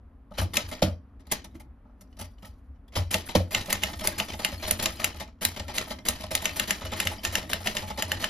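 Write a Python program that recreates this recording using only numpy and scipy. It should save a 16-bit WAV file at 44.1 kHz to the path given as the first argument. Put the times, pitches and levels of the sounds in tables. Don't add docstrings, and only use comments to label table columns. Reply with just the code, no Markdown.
import sys
import numpy as np
from scipy import signal
from scipy.fft import rfft, irfft, next_fast_len
from scipy.io import wavfile
from scipy.ndimage import map_coordinates

SR = 44100
rng = np.random.default_rng(int(sys.argv[2]) if len(sys.argv) > 2 else 0)


def boost_factor(decibels):
    exponent = np.asarray(decibels, float) / 20
    return 10 ** exponent


def wav_record(signal):
    frames = np.transpose(np.atleast_2d(signal))
    bounded = np.clip(frames, -1, 1)
    quanta = np.round(bounded * 32767).astype(np.int16)
    wavfile.write(sys.argv[1], SR, quanta)


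N = 365588

# (time [s], level [dB], treble re blow [dB], slug ring [dB], lower ring [dB], case knock [dB])
STRIKES = [(0.569, -4.5, -12, -2, -8, -23), (1.3216, -14, -4, 0, 10, -28.5),
           (3.142, -6, -12.5, 1, -5, -20.5), (3.5474, -4, -19.5, 0, -3, -25), (3.727, -7.5, -4, -1, 0, -28),
           (3.835, -6.5, -14, 4.5, -8, -29.5), (4.0723, -11.5, -1, 0, 0, -28.5),
           (4.199, -10.5, -14.5, 1, 0, -25.5), (4.4475, -7.5, -10.5, 8.5, 4, -28.5),
           (4.709, -10, -1, -4.5, 2, -29.5), (4.8577, -6, -12, 7, 3, -27), (5.043, -7, -7, 3.5, 0, -33),
           (5.45, -10, -1, -6, -3, -30), (5.7818, -7, -17, -4, 0, -29.5), (6.0854, -8, 0.5, 8, -2, -27),
           (6.351, -9, -4, -3, -5, -30.5), (6.455, -5.5, -16, 0, 4, -27.5),
           (6.5966, -6.5, -14, 3, 2.5, -28), (6.707, -7, -12, 3, 2, -28),
           (7.001, -6.5, -14.5, -2.5, -1, -31.5), (7.0711, -9.5, -13.5, -6, -2, -35),
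           (7.25, -8, -14, 2, -1.5, -32), (7.3535, -5, -16, -1, -4, -30),
           (7.5319, -11, -7.5, 9, 0.5, -30.5), (7.6714, -9, -15, 2, 0.5, -31),
           (7.768, -9, -17.5, 3, 0.5, -36), (8.023, -10.5, -9.5, 4, 0, -28.5),
           (8.1176, -8, -12.5, 1.5, -1, -27), (8.2416, -8.5, -16.5, -1, -0.5, -33.5)]
# (frequency [Hz], relative density [dB per Hz])
CRACK = [(500, -19.5), (1300, -4), (2000, -3.5), (2900, 3), (4200, -5), (5200, -9.5), (6800, -7),
         (7500, -9.5), (17000, -57)]
# (frequency [Hz], level [dB], 60 dB decay [s])
PLATEN = [(2090, -1.5, 0.015), (4050, -7.5, 0.0045), (4815, -8, 0.016), (6170, -2, 0.009),
          (7086, -0.5, 0.013), (11700, -10, 0.0065)]
# (time [s], slug ring [Hz], upper ring [dB], lower ring [dB])
CARRIAGE = [(0.5, 2535, -25, -19), (3.2, 2884, -25, -20), (4.7, 2815, -3.5, -32.5), (6.2, 2830, 0, -23),
            (6.7, 2750, -4.5, -8), (7.55, 2815, -47, -1), (7.67, 3030, -31, -5.5), (8.29, 2937, -33, 1)]
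USUAL_TREBLE_DB, PLATEN_FOLLOWS, SLUG_FOLLOWS = -12.5, 0.36, -0.4
CRACK_T60_S, UPPER_SCATTER_DB = 0.02, -2
SLAP_S, SLAP_DB = 0.003, -7.5
HANG_DB, HANG_T60_S = -21, 0.036
SWELL_DB, SWELL_T60_S = -27, 0.069
UNEVEN_DB = 3.5


def strikes():
    s, db, treble_db, slug_db, low_db, _ = np.transpose(STRIKES)
    at, ring_hz, upper_db, lower_db = np.transpose(CARRIAGE)
    bright = treble_db - USUAL_TREBLE_DB

    touches = fades(s[:, None] + [0, SLAP_S], db[:, None] - 8.5 + [0, SLAP_DB], CRACK_T60_S, 0.00072)
    crack = touches * chatter(900, UNEVEN_DB) * noise(CRACK)
    hiss = fades(s, db + treble_db + 2.5, 0.02, 0.00089) * chatter(500, 2.1) * noise(SHEEN)

    hz, mode_db, fall = np.transpose(PLATEN)
    late, strength = rng.standard_normal((2, len(s), len(PLATEN)))
    platen_db = (db + PLATEN_FOLLOWS * bright)[:, None] - 12 + mode_db + 2.2 * strength
    platen = pings(s[:, None] + 0.0003 * abs(late), platen_db, hz, fall, 0.00021)

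    upper_luck, lower_luck, slap_luck, hang_luck = rng.standard_normal((4, len(s)))
    slug_db = db - 6.5 + slug_db + SLUG_FOLLOWS * bright
    slug_hz = np.interp(s, at, ring_hz)
    slug = pings(s, slug_db, slug_hz, 0.01, 0.00049)
    slug += pings(s + SLAP_S, slug_db + SLAP_DB, slug_hz * (1 + 0.054 * slap_luck), 0.0096, 0.00087)
    hang = pings(s + SLAP_S, slug_db + HANG_DB, slug_hz * (1 + 0.02 * hang_luck), HANG_T60_S, 0.002)
    slug += hang * chatter(90, UNEVEN_DB)
    upper_db = db + np.interp(s, at, upper_db) + UPPER_SCATTER_DB * upper_luck
    slug += pings(s + 0.00041, upper_db, 4000, 0.0095, 0.0012)
    lower_db = db + np.interp(s, at, lower_db) + low_db + UPPER_SCATTER_DB * lower_luck
    slug += pings(s + 0.00029, lower_db, 1720, 0.0068, 0.00023)

    growing = fades(N / SR - s, db + SWELL_DB, SWELL_T60_S, 0.0004)[::-1]
    swell = growing * (noise(STEEL) + boost_factor(-16.5) * noise(SHEEN))
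    return swell + crack + hiss + platen + slug + bars(s, db - 27.5, scatter_db=3.0)


# (frequency [Hz], level [dB], nominal 60 dB decay [s])
BARS = [(1847, -4.5, 0.16), (2092, 1, 0.088), (2360, -16.5, 0.041), (2830, -1.5, 0.041),
        (3030, -5.5, 0.015), (3620, -2, 0.064), (3960, -10.5, 0.1), (4560, -16.5, 0.12), (5200, -10.5, 0.2),
        (5340, -8, 0.14), (5940, -13.5, 0.2), (6140, -10, 0.056), (7330, -5.5, 0.14), (10620, -7, 0.02),
        (11600, -5.5, 0.018)]
LONGEST_RING_S = 0.13


def bars(times, db, scatter_db):
    hz, mode_db, t60 = np.transpose(BARS)
    strength, detune = rng.standard_normal((2, len(times), len(BARS)))
    level = db[:, None] + mode_db + scatter_db * strength
    return pings(times[:, None], level, hz * (1 + 0.0062 * detune), np.minimum(t60, LONGEST_RING_S), 0.00019)


# (time [s], level [dB], treble re contact [dB], nominal 60 dB decay [s], case knock [dB])
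CONTACTS = [(0.3075, -54, -12, 0.17, -39), (0.3384, -43, -20, 0.91, -54), (.412, -37.5, 4.5, 0.16, -28.5),
            (0.5349, -21.5, -5, 0.17, -41), (0.682, -42.5, -3.5, 0.22, -53.5),
            (0.7133, -26.5, -9.5, 0.13, -30), (0.7286, -30, -23.5, 0.064, -48),
            (0.7708, -38, -21.5, .19, -50.5), (1.1957, -52, -9, 0.12, -60.5),
            (1.268, -46.5, 4.5, 0.042, -50.5), (1.302, -50.5, -10, 0.1, -53),
            (1.3137, -20, -1.5, 0.11, -33), (1.4421, -36, 1.5, 0.063, -45), (1.544, -51.5, -4, 0.16, -49.5),
            (1.598, -44, 0, 0.077, -47.5), (1.847, -74, -20, 0.34, -55), (1.89, -76, -20, 0.27, -57),
            (2.0086, -52.5, 14, 0.054, -53.5), (2.168, -47, -3, 0.053, -49), (2.188, -39.5, 0.5, 0.18, -40),
            (2.2095, -34, -4, 0.13, -39), (2.242, -44.5, -2, 0.095, -51), (2.423, -45, -11, 0.22, -42.5),
            (2.4475, -48, -0.5, 0.23, -47.5), (2.744, -71, -14, 0.092, -64), (2.879, -54.5, -1, 0.056, -76),
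            (2.922, -44, -17, 1, -53), (2.983, -34.5, -12.5, 0.041, -27.5), (3.107, -24, -2, 0.16, -42),
            (3.1267, -27, -1, 0.31, -35.5), (3.254, -47, 4, 0.34, -53.5), (3.287, -26.5, -12.5, 0.2, -34.5),
            (3.508, -28.5, -4.5, 0.47, -38.5), (3.6578, -28, -6, .14, -45), (3.677, -33, -11, 0.16, -31.5),
            (3.695, -21, -7, 0.22, -30.5), (3.8207, -24, -5.5, 0.15, -38), (3.887, -35.5, -8, 0.25, -33.5),
            (3.9312, -27.5, -21.5, 0.078, -37), (3.9888, -35.5, -3, .17, -48),
            (4.0097, -27.5, -13.5, .1, -33.5), (4.0365, -24.5, -7, 0.34, -32.5),
            (4.179, -25, -4, 0.19, -38), (4.2832, -28.5, -15.5, 0.2, -39),
            (4.334, -20.5, -19, 0.037, -32.5), (4.391, -26.5, -10.5, 0.27, -31.5),
            (4.518, -29.5, -8.5, 0.092, -33), (4.6224, -28.5, -15.5, 0.51, -32),
            (4.672, -27, -0.5, 0.14, -33), (4.79, -27, -12.5, 0.213, -30.5),
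            (4.824, -21.5, -4.5, 0.14, -30.5), (4.9916, -28, -11.5, 0.62, -32.5),
            (5.03, -38.5, -13, .1, -40.5), (5.141, -42, -12, 0.102, -41.5), (5.1597, -35, -8, 0.19, -52),
            (5.1975, -30, -9.5, .17, -58), (5.207, -23, -25, 0.047, -31), (5.2769, -40.5, -23, 0.087, -48),
            (5.4102, -28, -5, 0.56, -33.5), (5.562, -27.5, -14.5, 0.23, -38),
            (5.596, -25.5, -21, 0.05, -31), (5.681, -25.5, -17, 0.19, -32), (5.7392, -27, -5, 0.34, -45),
            (5.867, -41, 0.5, 0.25, -37.5), (5.904, -26, -9.5, 0.14, -28), (5.9858, -35, -24, 0.063, -46),
            (6.051, -27, -6, 0.52, -40), (6.197, -32, -10.5, 0.27, -39), (6.2339, -27, -4, 0.07, -30.5),
            (6.3071, -24.5, -5, 0.2, -30), (6.418, -26, -5.5, 0.22, -37), (6.559, -22.5, -2.5, 0.16, -34.5),
            (6.6732, -28.5, -5.5, 0.34, -39), (6.8092, -28.5, -17.5, 0.13, -34),
            (6.8488, -26.5, -11, 0.12, -33), (6.918, -23, -16, 0.21, -28), (6.9613, -30.5, -8.5, 0.63, -54),
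            (7.05, -27, 0.5, 0.11, -32), (7.11, -29, -8.5, 0.22, -33.5), (7.18, -56, -15, 0.065, -43),
            (7.2329, -26, -5.5, 0.24, -41), (7.3195, -33, -5, 0.55, -40), (7.428, -29.5, -14, 0.048, -36.5),
            (7.493, -25, -7.5, 0.32, -40), (7.6, -40, -5.5, 0.3, -41.5), (7.641, -31, -5, .2, -51),
            (7.655, -26.5, -9, 0.36, -29.5), (7.7455, -29.5, -7.5, 0.39, -35),
            (7.8274, -31.5, -8.5, .12, -34.5), (7.873, -31, -9, 0.15, -38), (7.9, -24.5, -10.5, 0.076, -30),
            (7.975, -22.5, -12.5, 0.2, -29.5), (8.079, -41, 0, 0.16, -39), (8.1954, -30, -7, 0.4, -44),
            (8.224, -25.5, -6, 0.09, -31)]
# (frequency [Hz], relative density [dB per Hz])
SHEEN = [(5000, -14), (7500, -6), (9500, -1.5), (12000, -7), (14000, -8), (15500, -20.5), (17000, -31)]
REBOUND_S, REBOUND_DB, REBOUND_TREBLE_DB, REBOUND_T60_S = 0.016, -21, -14.5, 0.25
RISE_S, RISE_PER_T60 = 0.0042, 0.0046
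SCRAPE_RING_DB = -6


def contacts():
    rebounds = [(s + REBOUND_S, db + REBOUND_DB, REBOUND_TREBLE_DB, REBOUND_T60_S) for s, db, *_ in STRIKES]
    s, db, treble_db, t60 = np.transpose([row[:4] for row in CONTACTS] + rebounds)
    rise = np.clip(RISE_S + RISE_PER_T60 * t60, 0.0003, 0.03)
    grit = chatter(190, 3.33) * chatter(60, 1.2)
    scrape = fades(s, db - 6.0, t60, rise) * grit * steel(ring_db=SCRAPE_RING_DB, grain_db=-2.0)
    sheen = unit(noise(SHEEN) + boost_factor(6.0) * grains(SHEEN, 3000, cycles=89, size_db=2.5))
    scrape += fades(s, db + treble_db + 1.5, 0.62 * t60, rise) * grit * sheen
    tick = fades(s, db - 7.5, 0.012, 0.0011) * (noise(STEEL) + boost_factor(-5.5) * noise(SHEEN))
    pick = (rng.random(len(s)) * len(BARS) / 2).astype(int)
    loudest = pings(s + 0.002, db - 10.0, np.transpose(BARS)[0][pick], 0.033, 0.0028)
    return scrape + tick + bars(s, db - 20.5, scatter_db=UNEVEN_DB) + loudest


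# (frequency [Hz], relative density [dB per Hz])
STEEL = [(300, 1), (900, -2.5), (1500, -6.5), (2100, -3), (2900, -4), (4500, -4.5), (6500, -8.5),
         (7500, -13), (17000, -51)]
RING_WIDTH_HZ = 45


def steel(ring_db, grain_db):
    modes = [(hz, RING_WIDTH_HZ + 3.1 / t60, db) for hz, db, t60 in BARS]
    scrape = noise(STEEL) + boost_factor(grain_db) * grains(STEEL, 3000, cycles=34, size_db=1.5)
    return unit(scrape + boost_factor(ring_db) * unit(rung(scrape, modes)))


# (time [s], level [dB], pitch [Hz])
SHORT_SOUNDS = [(.391, -26, 4000), (1.2194, -65, 3190), (1.254, -55, 2200), (1.271, -51, 4000),
                (1.302, -48, 2110), (1.323, -18, 860), (1.445, -35.5, 920), (1.553, -44, 2070),
                (1.602, -42.5, 2140), (2.009, -51, 1310), (2.0744, -65, 5940), (2.1044, -69, 5930),
                (2.1271, -50, 2970), (2.2082, -34.5, 2050), (2.216, -40, 1290), (2.383, -49, 2980),
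                (2.4475, -38.5, 1900), (2.758, -64, 3000), (2.881, -51, 3400), (2.955, -24, 3930),
                (2.965, -27, 2000), (3.5179, -27, 2450), (3.884, -27, 800), (3.933, -30, 3480),
                (3.9944, -31, 3460), (4.012, -30, 3200), (4.214, -26.5, 890), (4.284, -27, 3500),
                (4.321, -27, 2500), (4.5438, -31, 5400), (4.5875, -48, 3200), (4.6384, -29, 2110),
                (4.796, -32, 750), (5.0, -31, 804), (5.6833, -32, 2040), (5.916, -29, 2070),
                (6.084, -30, 323), (6.238, -27, 1050), (6.318, -27, 5400), (6.452, -24, 223),
                (6.58, -30, 210), (6.693, -24, 630), (6.865, -27, 2960), (6.978, -33, 1880),
                (7.4754, -40, 1870), (7.748, -33, 3900), (7.826, -28, 900), (7.8936, -32, 2090),
                (7.902, -27.5, 840), (7.99, -27, 5400), (8.118, -28, 5200), (8.2064, -30, 4340)]
SHORT_T60_S, SHORT_GRIT_DB = 0.038, -8


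def clacks_and_thuds():
    s, db, hz = np.transpose(SHORT_SOUNDS)
    grit = fades(s, db + SHORT_GRIT_DB, SHORT_T60_S, 0.0006) * noise(STEEL)
    return pings(s, db - 6.0, hz, SHORT_T60_S, 0.0012) + grit


# (time [s], clank [dB], wall thud [dB], case knock [dB], rise [s])
SHIFTS = [(0.376, -17.5, -16, -23, 0.007), (0.8184, -17, -3.5, -17, 0.0027),
          (2.952, -15, -15.5, -19.5, 0.01), (3.3495, -16.5, -2.5, -13, 0.0011)]
# (frequency [Hz], level [dB], 60 dB decay [s], lag [s])
WALLS = [(837, -11, 0.039, 0.0011), (314, -14.5, 0.097, .006), (196, -14.5, 0.09, .012),
         (141, -20, 0.062, .012), (504, -15, 0.036, 0.003)]
# (frequency [Hz], level [dB])
BASKET = [(2051, -6.5), (2509, -8), (3101, -5), (3187, -7.5), (3967, -10.5), (4090, -10.5), (4613, -3.5),
          (5443, -2.5), (5766, -7.5), (6250, -13)]
BASKET_RING_DB, BASKET_T60_S, BASKET_WIDTH_HZ = -26, 0.3, 55
BOUNCE_S, BOUNCE_DB = 0.053, -14


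def shifts():
    s, db, wall_db, _, rise = np.transpose(SHIFTS)
    up = np.clip(rise, 0.0003, 0.03)
    blow = fades(s, db - 9.5, 0.18, up) + fades(s + 0.0011 + rise, db - 7.5, 0.045, up)
    metal = steel(ring_db=SCRAPE_RING_DB, grain_db=3.0) + boost_factor(-8.5) * noise(SHEEN)
    clank = blow * chatter(250, 0.96) * metal
    hz, mode_db, t60, lag = np.transpose(WALLS)
    thud = landing() + pings((s + rise)[:, None] + lag, wall_db[:, None] + mode_db, hz, t60, 0.0036)
    shaking = fades(s, db + BASKET_RING_DB, BASKET_T60_S, 0.0031) * chatter(90, 5) * rng.standard_normal(N)
    shimmer = rung(shaking, [(f, BASKET_WIDTH_HZ, g) for f, g in BASKET])
    return shimmer + clank + thud + bars(s + rise, db - 26.5, scatter_db=2.0)


# (frequency [Hz], level [dB], lag [s], half length [s])
LANDING = [(587, -8, .0046, 0.003), (210, -9, 0.00987, 0.0047)]


def landing():
    s, _, wall_db, _, rise = np.transpose(SHIFTS)
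    times = np.r_[s, s + BOUNCE_S] + np.r_[rise, rise]
    levels = np.r_[wall_db, wall_db + BOUNCE_DB]
    out, t = np.zeros(N + SR), np.arange(-SR // 40, SR // 40) / SR
    for hz, db, lag, half in LANDING:
        swing = np.exp(-(t / half) ** 2) * -np.cos(2 * np.pi * hz * t)
        for at, level in zip(times + lag, levels):
            out[round((at + t[0]) * SR):][:len(t)] += boost_factor(level + db) * swing
    return out[:N]


# (frequency [Hz], width [Hz], level [dB])
CASE = [(524, 44, -13.5), (623.2, 28, -3), (852, 39.4, -5), (1286, 65, -10.5)]
# (frequency [Hz], width [Hz], level [dB])
FRAME = [(134.3, 21, -5), (197.1, 13, -12), (246.3, 29, -2.5), (331.4, 36, -5)]
KNOCK_LAG_S, KNOCK_T60_S, UPPER_KNOCK_DB, KNOCK_SCATTER_DB = 0.00427, 0.049, -9.5, -4.5
SHAKE_PER_T60 = 0.13
THUD_DB, THUD_FOLLOWS, THUD_T60_S, USUAL_KNOCK_DB = -31, 0.8, 0.092, -28
BASKET_FRAME_DB, BASKET_DAMPING = 4, 0.52


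def knocks():
    basket = [(row[0] + row[4] + late, row[3] + loss, BASKET_FRAME_DB, BASKET_DAMPING)
              for row in SHIFTS for late, loss in [(0, 0), (BOUNCE_S, BOUNCE_DB)]]
    keys = [(row[0], row[-1], 0, 1) for row in STRIKES + CONTACTS]
    s, db, frame_db, damping = np.transpose(basket + keys)
    s, t60 = s + KNOCK_LAG_S, KNOCK_T60_S * damping
    low_pitch, upper_level, upper_pitch, thud_level, thud_pitch = rng.standard_normal((5, len(s)))
    scrape_s = np.r_[np.zeros(len(s) - len(CONTACTS)), np.transpose(CONTACTS)[3]]

    shake = fades(s, db - frame_db - 1.0, t60 + SHAKE_PER_T60 * scrape_s, 0.0021)
    case = rung(shake * rng.standard_normal(N), CASE)
    case += pings(s, db + 0.19, CASE[1][0] * (1 + 0.048 * low_pitch), t60, 0.002)
    upper_db = db - frame_db + UPPER_KNOCK_DB + KNOCK_SCATTER_DB * upper_level
    case += pings(s, upper_db, CASE[2][0] * (1 + 0.01 * upper_pitch), t60, 0.0011)
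    thud_db = THUD_DB + THUD_FOLLOWS * (db - USUAL_KNOCK_DB) + frame_db + 2.0 * thud_level
    thud_hz = FRAME[1][0] * (1 + 0.056 * thud_pitch ** 2)
    return case + pings(s, thud_db, thud_hz, THUD_T60_S * damping, 0.0026)


# (time [s], low mode [dB], high mode [dB])
BOOMS = [(0.393, -17.5, -17.5), (0.412, -20, -18), (.638, -32, -28.5), (0.833, -22, -13.5),
         (2.204, -39, -30), (2.44, -37, -36.5), (2.693, -30, -49), (2.968, -20, -16), (2.988, -26, -15.5),
         (3.142, -31, -25), (3.364, -21, -13), (3.56, -38, -28), (3.732, -44, -28.5), (3.842, -24.5, -35),
         (3.962, -22, -35), (4.071, -36, -29), (4.173, -37, -31), (4.325, -24, -28), (4.531, -23.5, -27),
         (4.651, -32, -30), (4.721, -30, -26.5), (4.821, -27, -43), (4.929, -29, -46), (5.054, -43, -28.5),
         (5.152, -28, -49), (5.454, -43, -27), (5.599, -25, -26.5), (5.7, -47, -36), (5.799, -39, -35),
         (5.92, -34, -42), (6.09, -28, -31), (6.236, -36, -29.5), (6.33, -27, -28.5), (6.511, -41, -31.5),
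         (6.615, -35, -32), (6.839, -25, -24.5), (6.935, -46, -29), (7.053, -40, -22.5), (7.28, -30, -26.5),
         (7.414, -41, -29), (7.522, -30, -28), (7.604, -48, -31.5), (7.817, -38, -28.5), (7.917, -27, -41),
         (8.041, -38, -26), (8.133, -37, -26.5)]
# (low centre [Hz], high centre [Hz])
DESK_HZ = (71, 87.6)
# (low [s], high [s])
DESK_T60_S = (0.21, 0.25)


def booms():
    s, low_db, high_db = np.transpose(BOOMS)
    hz = DESK_HZ * (1 + 0.022 * rng.standard_normal((len(s), 2)))
    low = pings(s, low_db, hz[:, 0], DESK_T60_S[0], 0.022)
    return low + pings(s, high_db, hz[:, 1], DESK_T60_S[1], 0.015)


# (time [s], rustle [dB])
RETURN = [(1.98, -82), (2.058, -85), (2.186, -75.5), (2.358, -78), (2.568, -80), (2.78, -101)]
# (frequency [Hz], level [dB], nominal 60 dB decay [s])
LEVER = [(2680, -3, 0.12), (3700, -20, 0.13), (4700, -4, 0.3), (5281, -10, 0.26), (5560, 1, 0.12),
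         (5630, -3.5, 0.28)]
LEVER_DB = -18.5


def carriage_return():
    at, rustle_db = np.transpose(RETURN)
    gain = boost_factor(np.interp(np.arange(N) / SR, at, rustle_db, left=-120, right=-120))
    rustle = gain * chatter(78, 3.5) * (steel(ring_db=-7.5, grain_db=2.0) + noise(SHEEN))
    s, db = np.transpose([row[:2] for row in CONTACTS if at[0] < row[0] < at[-1]])
    hz, mode_db, t60 = np.transpose(LEVER)
    strength, detune = rng.standard_normal((2, len(s), len(hz)))
    level = db[:, None] + LEVER_DB + mode_db + 3 * strength
    lever = pings(s[:, None], level, hz * (1 + 0.0062 * detune), 0.93 * t60, 0.0012)
    return rustle + chatter(150, 5) * lever


CLATTERS_PER_S, CLATTER_DB, CLATTER_SCATTER_DB, CLATTER_T60_S = 40, -47, 3, 0.022
CLATTER_RING_DB = 1.5
USUAL_RATTLE_DB = -43
CASE_HUM_DB, CASE_FOLLOWS, FRAME_HUM_DB, FRAME_FOLLOWS = -57.5, 0.74, -50.5, 0.22


def linkage():
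    moving = effort(USUAL_RATTLE_DB, 1.0)
    rattle = boost_factor(-10.0) * chatter(70, 5) * steel(ring_db=2.5, grain_db=7.5)
    rattle += boost_factor(-10.5) * chatter(120, UNEVEN_DB) * noise(SHEEN)

    when, size, part = rng.random((int(CLATTERS_PER_S * N / SR), 3)).T
    moving_db = 20 * np.log10(moving[(when * N).astype(int)] + 1e-9)
    db = CLATTER_DB + moving_db - USUAL_RATTLE_DB - CLATTER_SCATTER_DB * np.log(size)
    s = when * N / SR
    clatter = fades(s, db, CLATTER_T60_S, 0.0015) * steel(ring_db=1.5, grain_db=-2.0)
    clatter += pings(s, db + CLATTER_RING_DB, 900 + 5000 * part, 0.059, 0.0011)

    case_drive = effort(CASE_HUM_DB, CASE_FOLLOWS) * chatter(65, 5.0) * rng.standard_normal(N)
    frame_drive = effort(FRAME_HUM_DB, FRAME_FOLLOWS) * chatter(40, UNEVEN_DB) * rng.standard_normal(N)
    return moving * rattle + clatter + rung(case_drive, CASE) + rung(frame_drive, FRAME)


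# (time [s], rattle [dB])
EFFORT = [
    [(0.33, -69.5), (0.682, -48), (0.92, -65)],
    [(1.3, -68), (1.47, -68), (1.66, -76)],
    [(2.95, -63), (3.13, -81), (3.76, -43), (4.4, -44.5), (4.9, -38.5), (5.11, -55.5), (5.25, -74)],
    [(5.42, -57), (5.66, -53.5), (5.83, -45.5), (6.15, -74), (6.49, -39.5), (6.99, -48), (7.28, -51),
     (8.29, -47)],
]


def effort(level_db, follows):
    t, gain = np.arange(N) / SR, np.zeros(N)
    for rows in EFFORT:
        s, rattle_db = np.transpose(rows)
        swing_db = np.interp(t, s, rattle_db) - USUAL_RATTLE_DB
        gain += ((t > s[0]) & (t < s[-1])) * boost_factor(level_db + follows * swing_db)
    return gain


# (frequency [Hz], 60 dB decay before shrinking [s])
ROOM = [(100, 0.36), (500, 0.26), (2000, 0.19), (8000, 0.12), (15000, 0.1)]


def reflections(x, shrink, delay):
    out, hop = np.zeros((2, N + SR)), round(0.15 * SR)
    for start in range(0, N, hop):
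        hz, t, z = signal.stft(rng.standard_normal((2, SR // 3)), SR, nperseg=128)
        t60 = shrink * along(ROOM, hz)[:, None]
        tail = signal.istft(z * boost_factor(-60 * t / t60), SR, nperseg=128)[1]
        wet = signal.fftconvolve(x[None, start:start + hop], tail / np.linalg.norm(tail[0]), axes=1)
        out[:, start + round(delay * SR):][:, :wet.shape[1]] += wet
    return out[:, :N]


# (frequency [Hz], relative density [dB per Hz])
AIR = [(12, -54), (20, -25), (43, -5), (65, -3), (116, -20.5), (163, -31.5), (182, -22.5), (277, -16.5),
       (301, -30.5), (678, -36), (738, -35.5), (873, -38), (1120, -37), (1710, -44.5), (16000, -93.5)]
AIR_DB, HISS_DB = -49.5, -90


def room_tone():
    rumble = boost_factor(AIR_DB) * chatter(5, 0.6) * spread(noise(AIR), noise(AIR))
    return rumble + boost_factor(HISS_DB) * spread(noise(SHEEN), noise(SHEEN))


# (frequency [Hz], left-right correlation [0 to 1])
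ALIKE = [(60, .9995), (150, .995), (220, .98), (300, .93), (700, .93), (1400, .6), (3000, .8), (6000, .66),
         (7600, .93), (8400, .98), (9200, .93), (12000, .86), (15000, .8)]


def spread(x, other):
    turn = lambda hz: np.arccos(np.clip(along(ALIKE, hz), 0, 1)) / 2
    own = filtered(other, lambda hz: np.sin(turn(hz)))
    return filtered(x, lambda hz: np.cos(turn(hz))) + [own, -own]


def pings(times, db, hz, t60, rise):
    out = np.zeros(N + SR)
    for s, level, pitch, fall in np.broadcast(times, db, hz, np.clip(t60, 0.005, 0.6)):
        t = np.arange(round(fall * SR)) / SR
        envelope = boost_factor(level - 60 * t / fall) * (1 - np.exp(-t / rise))
        out[round(s * SR):][:len(t)] += envelope * np.sin(2 * np.pi * pitch * t)
    return out[:N]


def fades(times, db, t60, rise):
    power = np.zeros(N + SR)
    for s, level, fall, up in np.broadcast(times, db, np.clip(t60, 0.005, 0.5), rise):
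        t = np.arange(round(fall * SR)) / SR
        power[round(s * SR):][:len(t)] += (boost_factor(level - 60 * t / fall) * (1 - np.exp(-t / up))) ** 2
    return np.sqrt(power[:N])


def chatter(rate, depth_db):
    points = rng.standard_normal(int(N * rate / SR) + 4)
    return unit(boost_factor(depth_db * map_coordinates(points, [np.arange(N) * rate / SR])))


def grains(spectrum, rate, cycles, size_db):
    when, pitch, size = rng.random((3, int(rate * N / SR), 1))
    hz, k = 900 + 14500 * pitch, np.arange(160)
    decay_db = 60 * k / SR * (hz + 3000) / cycles
    wave = boost_factor(-size_db * np.log(size) - decay_db) * np.sin(2 * np.pi * hz * k / SR)
    summed = np.bincount(((when * N).astype(int) + k).ravel(), wave.ravel(), N + len(k))[:N]
    return unit(filtered(summed, lambda f: boost_factor(along(spectrum, f))))


def noise(spectrum):
    return unit(filtered(rng.standard_normal(N), lambda hz: boost_factor(along(spectrum, hz))))


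def rung(x, modes):
    def response(f):
        r = 0
        for k, (centre, width, db) in enumerate(modes):
            r = r + (-1) ** k * boost_factor(db) * 1j * f * width / (centre * centre - f * f + 1j * f * width)
        return r / np.sqrt(np.mean(abs(r) ** 2))
    return filtered(x, response)


def filtered(x, response):
    m = next_fast_len(N + SR // 2)
    return irfft(rfft(x, m) * response(np.fft.rfftfreq(m, 1 / SR)), m)[..., :N]


def along(points, hz):
    f, v = np.transpose(points)
    return np.interp(np.log(hz + 1), np.log(f + 1), v)


def unit(x):
    return x / np.sqrt(np.mean(x ** 2) + 1e-20)


def scene():
    machine = strikes() + contacts() + clacks_and_thuds() + shifts() + knocks() + booms()
    machine += carriage_return() + linkage()
    wet = reflections(machine, shrink=0.96, delay=0.005)
    desk_top = reflections(machine, shrink=0.091, delay=0)[0]
    shared = machine + boost_factor(-12.0) * wet[0]
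    unshared = desk_top + boost_factor(-6.0) * wet[1]
    return spread(shared, unshared) + room_tone()


def roll_off(x):
    return signal.sosfilt(signal.butter(12, 16640, fs=SR, output="sos"), x)


# (frequency [Hz], left port's lead [rad])
LEAD = [(60, 0), (1000, -.2), (1550, 1), (1900, 0), (2840, .75), (4200, .4), (6900, -1.6), (7800, -3),
        (9100, -3.3), (10000, -4.6), (11300, -6.1), (13000, -6.5), (14000, -8), (15000, -9.4)]
# (frequency [Hz], left over right [dB])
TIP = [(250, 1), (700, -1), (2400, 1), (4400, 5), (7500, -0.5), (12000, 0)]


def record(dry):
    half = lambda hz: boost_factor(along(TIP, hz) / 2) * np.exp(0.5j * along(LEAD, hz))
    ports = filtered(dry, lambda hz: np.array([half(hz), 1 / half(hz)]))
    return roll_off(ports)


dry = scene()
out = record(dry)
wav_record(out)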